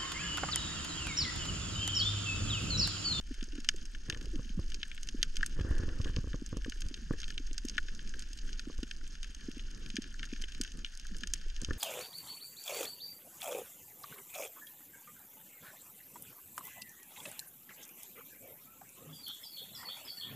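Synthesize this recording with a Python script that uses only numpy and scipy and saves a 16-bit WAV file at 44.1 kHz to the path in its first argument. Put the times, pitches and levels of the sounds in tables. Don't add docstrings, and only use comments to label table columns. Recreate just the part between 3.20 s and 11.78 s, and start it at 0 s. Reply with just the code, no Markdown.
import sys
import numpy as np
from scipy import signal
from scipy.fft import rfft, irfft, next_fast_len
from scipy.io import wavfile
from scipy.ndimage import uniform_filter1d

SR = 44100
rng = np.random.default_rng(int(sys.argv[2]) if len(sys.argv) > 2 else 0)


def wrap_up_sound(samples):
    columns = np.atleast_2d(samples).T
    tamed = np.clip(columns, -1, 1)
    steps = np.round(tamed * 32767).astype(np.int16)
    wavfile.write(sys.argv[1], SR, steps)


N = 378378


def gain_of(db):
    return 10 ** (np.asarray(db) / 20)


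def evened(x):
    return x / np.sqrt(np.mean(abs(x) ** 2) + 1e-20)


def curve(rows, **ends):
    return np.interp(np.arange(N) / SR, *np.transpose(rows), **ends)


def lumps(seconds):
    size = max(int(seconds * SR), 2)
    once = uniform_filter1d(rng.standard_normal(N), size)
    return evened(uniform_filter1d(once, size))


def alike(a, b, same):
    return same * a + np.sqrt(1 - same ** 2) * b


def coloured(spectrum, likeness):
    size = next_fast_len(N)
    pitch = np.log(np.fft.rfftfreq(size, 1 / SR) + 1)
    hz, db = np.transpose(spectrum)
    same_hz, same = np.transpose(likeness)
    same = np.clip(np.interp(pitch, np.log(same_hz + 1), same), 0, 1)
    shape = gain_of(np.interp(pitch, np.log(hz + 1), db, left=-90, right=-90))
    left, other = rfft(rng.standard_normal((2, size))) * shape
    return evened(irfft([left, alike(left, other, same)], size)[:, :N])


def ring(x, hz, width):
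    r = np.exp(-np.pi * width / np.sqrt(np.cbrt(2) - 1) / SR)
    pole = r * np.exp(2j * np.pi * hz / SR)
    energy = (1 + 4 * r ** 2 + r ** 4) / (1 - r ** 2) ** 5
    return signal.lfilter([1], np.poly([pole, pole, pole]), x) / np.sqrt(energy)


def add(mix, s, sound):
    part = mix[max(round(s * SR), 0):][:len(sound)]
    part += sound[:len(part)]


# snap time in seconds, relative strength in dB, centre pitch in Hz, # change away from
# that pitch in dB per octave.
SNAPS = [(0.142, -29, 1490, 2), (0.2097, -21, 2960, -8), (0.2283, -19, 3590, -2.5),
         (0.2405, -14, 7150, -18), (0.3217, -24, 3260, -5), (0.3533, -22, 6450, -4.5),
         (0.3783, -16.5, 1490, -9), (0.4031, -22, 6450, -8), (0.4458, -20, 1490, 0.5),
         (0.4887, 3.5, 5100, -3), (0.5011, -32, 4380, -5), (0.5622, -14.0, 7700, -21.0),
         (0.584, -26, 3420, -10), (0.6541, -19, 10000, -4.5), (0.7489, -13.5, 1930, -11),
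         (0.8993, -6, 2220, -1.0), (0.9256, -8, 2550, -27), (0.9462, -16, 1490, -5.5),
         (0.9735, -23.5, 6400, -6), (1.0119, -25, 2820, 1.5), (1.028, -22, 6400, -11),
         (1.0568, -23, 10000, -2), (1.1566, -25, 3420, -2), (1.501, -21.5, 6770, -6.0),
         (1.5193, -19.5, 2820, -4.5), (1.5443, -10.5, 5800, -6.5), (1.6306, -3.5, 2760, -14.5),
         (1.715, -3.5, 2365, -42), (1.7781, -14, 2040, -10.5), (1.8313, -8, 10000, -9),
         (1.8727, -19, 10000, -4), (1.888, -10, 6470, -5), (2.0291, 0.5, 8930, -1.5),
         (2.0426, -28, 1650, -4.0), (2.1572, -17.5, 6400, -4.5), (2.168, -8, 7460, -3.5),
         (2.2083, -13.5, 1490, -7.5), (2.2292, 7, 1490, -38), (2.244, -25, 10000, -2),
         (2.2619, 2, 9070, -16.0), (2.3971, -14, 1490, -9.0), (2.4107, -25.5, 10000, 1),
         (2.5114, -17, 1490, -25.0), (2.5245, -18.5, 1570, -29.0), (2.5422, -19, 1570, -26.0),
         (2.5818, -17.5, 8640, -8), (2.6335, -27.5, 1650, -3), (2.6894, -22, 1490, -5),
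         (2.8152, -19, 4370, -7), (2.8451, -16, 2820, -4), (2.8854, -18.5, 1490, -13),
         (2.8977, -20, 1490, -11), (2.9383, -24.5, 1490, -9), (2.9631, -10, 3280, -9),
         (3.1316, -11.5, 1880, -17), (3.2625, -6.5, 7550, -29), (3.3702, -12, 9070, -10),
         (3.4462, -17.5, 1490, -4), (3.4973, -12, 10040, -6.5), (3.5215, -14, 1708, -5.5),
         (3.6066, -8, 10000, -16), (3.619, -14.5, 10000, -1.5), (3.6855, -15.5, 9080, -8),
         (3.742, -12, 4030, -11), (3.9082, -25, 1493, -27), (3.9337, -16, 1720, -22),
         (4.0019, -15.0, 7460, -5.5), (4.017, -17, 5050, -10), (4.0315, -15.5, 2210, -5),
         (4.042, -11.5, 3520, -21), (4.08, -23.5, 1740, 1), (4.104, -16.5, 1490, -2.0),
         (4.1235, -23.0, 2670, -12), (4.1787, -5.5, 3480, -13.5), (4.271, -19.5, 9000, -11),
         (4.3307, -12.5, 7400, -17), (4.3799, -9, 7370, -4.0), (4.4513, -6.5, 9700, -13),
         (4.485, -8.0, 7110, -9.5), (4.4965, -10.5, 6132, -9.5), (4.5546, -25.5, 2960, -7),
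         (4.569, -22, 5050, -5), (4.5803, 4.5, 1560, -10.5), (4.6843, -16, 1730, -6.5),
         (4.749, -19, 7050, -8.0), (4.7923, -15, 2210, -12), (4.875, -22.5, 6400, -5),
         (4.893, -20, 6800, -12), (4.939, -14.5, 1490, -8), (4.9934, -9, 8100, -14),
         (5.003, -24, 6780, -2.5), (5.0225, -18, 5310, -4), (5.1313, -15.5, 8640, -7.5),
         (5.1745, -25, 8640, -4.5), (5.1882, -19, 4810, -10), (5.2913, -21, 1820, -7.5),
         (5.3299, -13.5, 4640, -14), (5.3947, -17.5, 1490, -0.5), (5.58, -20, 7460, -7.5),
         (5.6309, -16, 3590, -2.5), (5.7114, -12.5, 2960, -6), (5.812, -17, 1490, -26),
         (5.8766, -18, 8230, -12), (5.953, -29.5, 10000, 2.5), (6.0304, -14, 10000, -2),
         (6.0439, -17, 1490, -3.5), (6.1476, -16, 7200, -8.5), (6.21, -20, 1649, -9),
         (6.315, -23, 10000, -2.0), (6.3949, -11, 2550, -31), (6.6618, -24, 1495, -0.0),
         (6.7018, -16, 4810, -5.5), (6.7565, -13.5, 6500, -11), (6.767, -4.5, 3210, -5),
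         (6.7784, -24, 1729, -6), (6.8202, -18.5, 5310, -7), (6.8407, -22.5, 2210, -5),
         (6.9946, -13.5, 2000, -9.5), (7.0298, -6, 1820, -10), (7.0426, -16, 1490, -9),
         (7.0533, -17, 10000, -5.5), (7.0716, -17, 1570, -20.0), (7.1165, -18, 2430, -22),
         (7.134, -18, 3260, -4.5), (7.1614, -22.5, 1730, -2.5), (7.215, -18, 5500, -7),
         (7.2205, -11.0, 10000, -5), (7.2385, -3, 2470, -32), (7.283, -21, 2210, -5.5),
         (7.321, -23, 2960, -2), (7.3482, -18, 3980, -5.5), (7.413, 0.5, 9070, -9),
         (7.4354, -9.5, 7460, -9), (7.4481, -14, 1500, -4), (7.4765, -23, 2960, -4),
         (7.5189, -18.0, 7460, -5.5), (7.5904, -24.5, 6450, -4), (7.6468, -8.5, 3103, -11),
         (7.6628, -18.5, 3260, -12), (7.7742, -13, 9520, -10), (7.7977, -18, 7840, -5.5),
         (7.851, -15, 1560, -32), (7.8682, -16.0, 10000, -6.5), (7.946, -19.5, 1730, -8.0),
         (7.9665, -16.5, 9070, -9.5), (7.984, -14.5, 10000, -12), (8.0077, -18.5, 7460, -6.5),
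         (8.0346, -9.5, 1730, -4), (8.0723, -9.5, 9520, -6.0), (8.1363, 6.0, 9520, -10.0),
         (8.1523, -19.0, 2430, -22.0), (8.2132, -27, 9070, 0.5), (8.3005, -19, 3830, -13),
         (8.364, -18.5, 4160, -6), (8.4161, -5, 7800, -26), (8.434, -19, 7997, -10),
         (8.4472, -6.5, 4584, -7.5), (8.5075, -4, 1560, -29.0), (8.5328, -25, 1490, 1)]
NEAR_DB = [-7.5, -3.5, -4.6, -16.5]
SKIRT_DB = -23.5


def near_snaps(heard_hz, bands, bounce):
    s, db, hz, fall_db = np.transpose(SNAPS)
    octaves_away = abs(np.log2(np.c_[heard_hz] / hz))
    tint_db = np.maximum(fall_db * octaves_away, SKIRT_DB)
    size = gain_of(db + np.c_[NEAR_DB][bands] + tint_db)
    late_s = np.interp(bounce[0], [0, 1], (.0009, .0035))
    late_db = np.interp(bounce[1], [0, 1], (-12, -4))
    trains = np.zeros((len(bands), N))
    trains[:, np.round((s + late_s) * SR).astype(int)] = size * gain_of(late_db)
    trains[:, np.round(s * SR).astype(int)] = size
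    return trains


SMALL_DB = [-6.5, -2.5, -0.5, -7]


def crackle(per_s=190, level_db=-51, spread_db=5, cap=2.57, colour_db=6):
    size_db = level_db + spread_db * np.minimum(rng.exponential(1, N), cap)
    tint_db = np.array(SMALL_DB)[:, None] + colour_db * rng.standard_normal((4, N))
    snaps_now = rng.random(N) < per_s / SR
    return snaps_now * gain_of(size_db + tint_db)


def scatter(trains, t60, rise):
    fall = gain_of(-120 / t60 / SR)
    grow = np.exp(-1 / (max(rise, 1e-4) * SR))
    power = signal.lfilter([1 - grow], np.poly([fall, grow]), trains ** 2)
    return np.sqrt(abs(power))


# time in seconds, relative level in dB.
FIZZ = [(0.0, -64.5), (0.14, -57), (0.33, -57), (0.62, -59.5), (2.34, -57.5), (2.75, -56.5), (3.13, -59.5),
        (4.8, -57), (5.07, -58), (7.05, -58), (7.24, -56.5), (7.55, -58.5), (8.46, -57.5), (8.58, -56.5)]
FAR_DB = [-7, -5, -3, -20]


def fizz():
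    own_flicker = np.array([lumps(0.0068) for _ in FAR_DB])
    return gain_of(curve(FIZZ) + np.array(FAR_DB)[:, None] + 1.88 * lumps(0.016) + 2.4 * own_flicker)


# pitch in Hz, width in Hz, relative level in dB within its snap band.
HOUSING = [(1260, 360, -19), (1488, 163, -2), (1710, 212, 1), (2233, 293, -7.5), (2960, 630, -1),
           (3640, 600, -5), (4540, 690, -5), (5146, 820, -1), (6383, 630, 0.5), (7606, 540, -9.5),
           (8885, 580, -12.5), (9760, 460, -18), (11270, 1200, -26), (12140, 1500, -26), (14400, 800, -36)]
# left minus right in dB,
# left phase lead in radians, left-right likeness from 0 to 1.
PORTS = [(0, -1.5, .3), (3.5, -.3, 1), (4.5, -.1, 1), (4, -.9, 1), (6, -.9, 1), (-3, -2.6, 1),
         (-6, -.3, .8), (-4, .1, 1), (-.7, 0, 1), (-1, 0, 1), (3, -.1, 1), (1, -.15, 1), (1.5, .1, 1),
         (-1, .2, .55), (.5, -.6, .5)]
BAND_TOPS = [2000, 4000, 7300]
BAND_MIDS = [1600, 2900, 5600, 9000]
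DIRECT = .8


def shrimp(rub, near_echo_db=-21, small_echo_db=-22, mode_spread_db=2, rub_db=-1):
    bounce = rng.random((len(SNAPS), 2)).T
    near = near_snaps(BAND_MIDS, np.arange(len(BAND_MIDS)), bounce)
    small = crackle() + gain_of(-32.5) * np.roll(near, -round(.003 * SR), axis=1)
    near_echo = gain_of(near_echo_db) * scatter(near, 0.021, 0.00026)
    small_echo = gain_of(small_echo_db) * scatter(small, 0.013, 0.00054)
    drive = np.hypot(near_echo + small_echo, fizz())
    drive[0] = np.hypot(drive[0], rub * gain_of(rub_db))
    modes = np.array(HOUSING)
    bands = np.searchsorted(BAND_TOPS, modes[:, 0])
    clicks = near_snaps(modes[:, 0], bands, bounce) + DIRECT * small[bands]
    at = np.flatnonzero(clicks[0])
    power = gain_of(2 * modes[:, 2]) * modes[:, 1]
    out = np.zeros((2, N))
    for (hz, width, _), port_row, band, own, click in zip(HOUSING, PORTS, bands, power, clicks):
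        balance_db, lead, same = port_row
        push = np.zeros((1 if same == 1 else 2, N), complex)
        push[:, at] = click[at] * np.exp(2j * np.pi * rng.random((len(push), len(at))))
        push[:, at] *= gain_of(mode_spread_db * rng.standard_normal(len(at)))
        rung = ring(push + drive[band] * rng.standard_normal(push.shape), hz, width)
        pair = [rung[0], alike(rung[0], rung[-1], same)]
        balance = gain_of([[balance_db / 2], [-balance_db / 2]])
        port = balance * np.exp(1j * np.array([[lead], [-lead]]) / 2)
        share = own / power[bands == band].sum()
        out += np.sqrt(share) * (port * pair).real
    return out


def far_knocks(count=60, level_db=-55, spread_db=3.5, low_hz=190, high_hz=380, cycles=3.1):
    when, size, pitch = rng.random((count, 3)).T
    db = level_db - spread_db * np.log(size + .15)
    return np.c_[when * (N / SR), db, low_hz + (high_hz - low_hz) * pitch, cycles + 0 * when]


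# start in seconds, nominal peak in dB,
# nominal pitch in Hz, nominal length in cycles.
KNOCKS = [(0.107, -36, 267, 4.6), (0.224, -35.5, 246, 2.5), (0.328, -44, 288, 6.3), (0.35, -44.5, 293, 6.7),
          (0.381, -34.5, 268, 3.4), (0.542, -43, 363, 3.8), (1.015, -41, 292, 2.4), (1.066, -47, 380, 4.6),
          (1.129, -39.5, 319, 11.2), (1.158, -35, 243.7, 2), (1.251, -47, 227, 4.8),
          (1.298, -39.5, 212, 2.8), (1.373, -30, 183, 3), (1.945, -32.5, 257, 2.7),
          (2.191, -49, 190.7, 2.8), (3.219, -33.5, 261, 2.3), (3.479, -32, 256.2, 2.8),
          (3.71, -39.5, 279, 2.6), (3.816, -45.5, 223.5, 6.6), (3.858, -48, 162, 3.6),
          (4.197, -42.5, 277.8, 4.6), (4.31, -44, 300, 2.9), (4.448, -31, 262, 2.7), (4.562, -44, 234, 2.4),
          (5.471, -34.5, 268, 2.8), (5.629, -30.5, 260, 2.44), (6.284, -30.5, 265, 2.7),
          (6.367, -40, 269, 3.8), (6.738, -38.5, 217.6, 4.3), (6.784, -28, 256.1, 2.8),
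          (7.127, -32.5, 257, 2.6), (7.402, -32, 260.9, 2.8), (7.91, -44, 200, 6.6),
          (8.024, -46.5, 212, 6.3), (8.432, -35, 222.1, 1.5)]


def fish(rise=0.4, start=1.138, droop=0.13, overtone=0.12):
    out = np.zeros(N)
    for s, db, hz, cycles in [*KNOCKS, *far_knocks()]:
        u = np.arange(0, 2 * cycles / hz, 1 / SR) * hz / cycles
        swell = (u / rise) ** 2 * np.exp(2 - 2 * u / rise)
        phase = 2 * np.pi * (cycles * u * (start - droop * u) + rng.random())
        tone = np.sin(phase) + overtone * swell * np.sin(1.57 * phase)
        add(out, s, gain_of(db) * swell * tone)
    return out * gain_of([[-.2], [.2]])


# time in seconds, relative level in dB.
RUBS = [
    [(0.88, -65), (0.94, -62), (1.35, -100)],
    [(2.36, -59.5), (2.466, -57.5), (2.732, -64), (2.82, -57.5), (2.9, -54), (2.944, -63), (3.0, -90)],
    [(8.39, -68), (8.58, -58.5)],
]


def rubbing():
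    strokes = sum(gain_of(curve(rows, left=-120, right=-120)) for rows in RUBS)
    return strokes * gain_of(1.9 * lumps(0.0046) + 5.76 * lumps(0.036))


# start in seconds, relative knock level in dB,
# cycle of the push in milliseconds, relative push level in dB.
BUMPS = [(0.89, -60, 8.4, -26), (0.926, -41.5, 13, -30), (0.962, -46, 8.8, -36), (1.043, -46, 9.2, -36),
         (1.191, -41, 10, -26), (1.389, -38, 13.6, -20), (2.366, -50, 7.4, -33), (2.389, -34.5, 7.8, -26),
         (2.406, -36.5, 13.4, -17.5), (2.445, -37, 12.3, -22), (2.486, -50, 17, -24),
         (2.506, -33.5, 17.5, -14), (2.596, -38.5, 13, -21), (2.631, -37.5, 13.7, -22),
         (2.679, -38.5, 12.8, -22), (2.718, -50, 23, -28), (2.799, -37, 11.2, -17.5),
         (2.854, -37.5, 14, -28), (2.893, -41, 11, -25.5), (2.948, -54, 12.4, -39), (2.965, -35, 13.2, -22),
         (2.984, -40, 8.6, -18.5), (3.039, -41.5, 13, -27), (3.07, -40, 14.6, -26.5),
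         (3.141, -33, 7.8, -25), (3.326, -35, 9.5, -25.5), (3.341, -49, 11.9, -34), (3.367, -36, 6.9, -29),
         (3.459, -38.5, 11, -35), (3.657, -48, 13.7, -27.5), (3.907, -28, 7.8, -20),
         (3.935, -41.5, 11.2, -33), (5.496, -39, 12, -50), (5.584, -43.5, 22.6, -24), (8.419, -43, 11, -34),
         (8.483, -38.5, 14.8, -24), (8.506, -33.5, 11.4, -25), (8.56, -57, 16, -31)]
# pitch in Hz, width in Hz, relative level in dB.
WALL = [(294, 166, 0), (442, 140, -6.5), (738, 740, -14), (1126, 270, -15), (1450, 270, -19.5)]


def bumps(rub, damping=1.72, knock_db=27, scrape_db=-7, rub_db=8):
    t = np.arange(0, .08, 1 / SR)
    push, knock, scrape = np.zeros((3, N))
    for s, db, ms, push_db in BUMPS:
        u = t * 1000 / ms
        swing = np.sin(2 * np.pi * u) * np.exp(-damping * u) * (1 - np.exp(-5 * u))
        side = rng.choice([-1, 1])
        add(push, s, side * gain_of(push_db) * swing)
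        add(knock, s + ms / 4000, side * gain_of([db + knock_db]))
        add(scrape, s, gain_of(db + scrape_db) * np.exp(-t / 0.014))
    rough = np.hypot(scrape, gain_of(rub_db) * rub)
    out = push * gain_of([[-.3], [.3]])
    for hz, width, db in WALL:
        same = np.clip(np.interp(hz, *np.transpose(EDDY_SAME)), 0, 1)
        left, other = rough * rng.standard_normal((2, N))
        drive = knock + np.array([left, alike(left, other, same)])
        out += gain_of([[db - 5.0], [db - 2.6]]) * ring(drive, hz, width).imag
    return out


# time in seconds, relative rumble level in dB, relative eddy level in dB.
WATER = [(0.0, -39.5, -64.5), (0.93, -39.5, -59), (1.1, -35.5, -55.5), (1.77, -40, -63.5), (2.36, -37, -58),
         (2.53, -31.5, -51.5), (2.84, -32, -53.5), (3.32, -36.5, -60.5), (5.26, -39, -63.5),
         (5.78, -40.5, -62), (7.38, -40, -59.5), (7.5, -44.5, -63), (7.55, -35, -57.5), (7.77, -43, -70.5),
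         (7.96, -39.5, -60.5), (8.46, -38.5, -68), (8.53, -31, -49), (8.58, -44, -65)]
# pitch in Hz, relative level in dB per Hz.
RUMBLE = [(7.1, -16), (12, -0.5), (29, -5), (36, -21), (43, -11), (75, -29), (105, -67), (130, -76),
          (170, -85), (290, -120)]
# pitch in Hz, left-right likeness from 0 to 1.
RUMBLE_SAME = [(30, 0.994)]
# pitch in Hz, relative level in dB per Hz.
BUFFET = [(41, -41), (70, -11.5), (205, -9), (244, -9), (433, -21.5), (552, -30.5), (697, -42.5),
          (935, -42), (1300, -28.5), (1690, -32), (2860, -120)]
# pitch in Hz, left-right likeness from 0 to 1.
EDDY_SAME = [(60, 0.96), (250, 0.76), (500, 0.55), (800, 0.05)]


def surge():
    s, rumble_db, eddy_db = np.transpose(WATER)
    rumble_level = gain_of(curve(np.c_[s, rumble_db]) + 1.3 * lumps(0.07))
    eddy_level = gain_of(curve(np.c_[s, eddy_db]) + 2.07 * lumps(0.0095) + 3.34 * lumps(0.071))
    rumble = coloured(RUMBLE, RUMBLE_SAME) * rumble_level
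    buffet = coloured(BUFFET, EDDY_SAME) * eddy_level
    return rumble * gain_of([[-.2], [.2]]) + buffet * gain_of([[-.8], [.8]])


# pitch in Hz, relative level in dB per Hz.
HISS = [(300, -1.5), (700, 2), (2000, -5), (9000, -5), (15000, -25)]


def microphone_hiss():
    return gain_of(-73.5) * coloured(HISS, [(1000, 0.09)])


def scene():
    rub = rubbing()
    return shrimp(rub) + fish() + bumps(rub) + surge() + microphone_hiss()


def record(dry, edge_hz=15900):
    lowpass = signal.firwin(511, edge_hz, window=("kaiser", 9), fs=SR)
    return signal.oaconvolve(dry, lowpass[None], "same")


dry = scene()
out = record(dry)
wrap_up_sound(out)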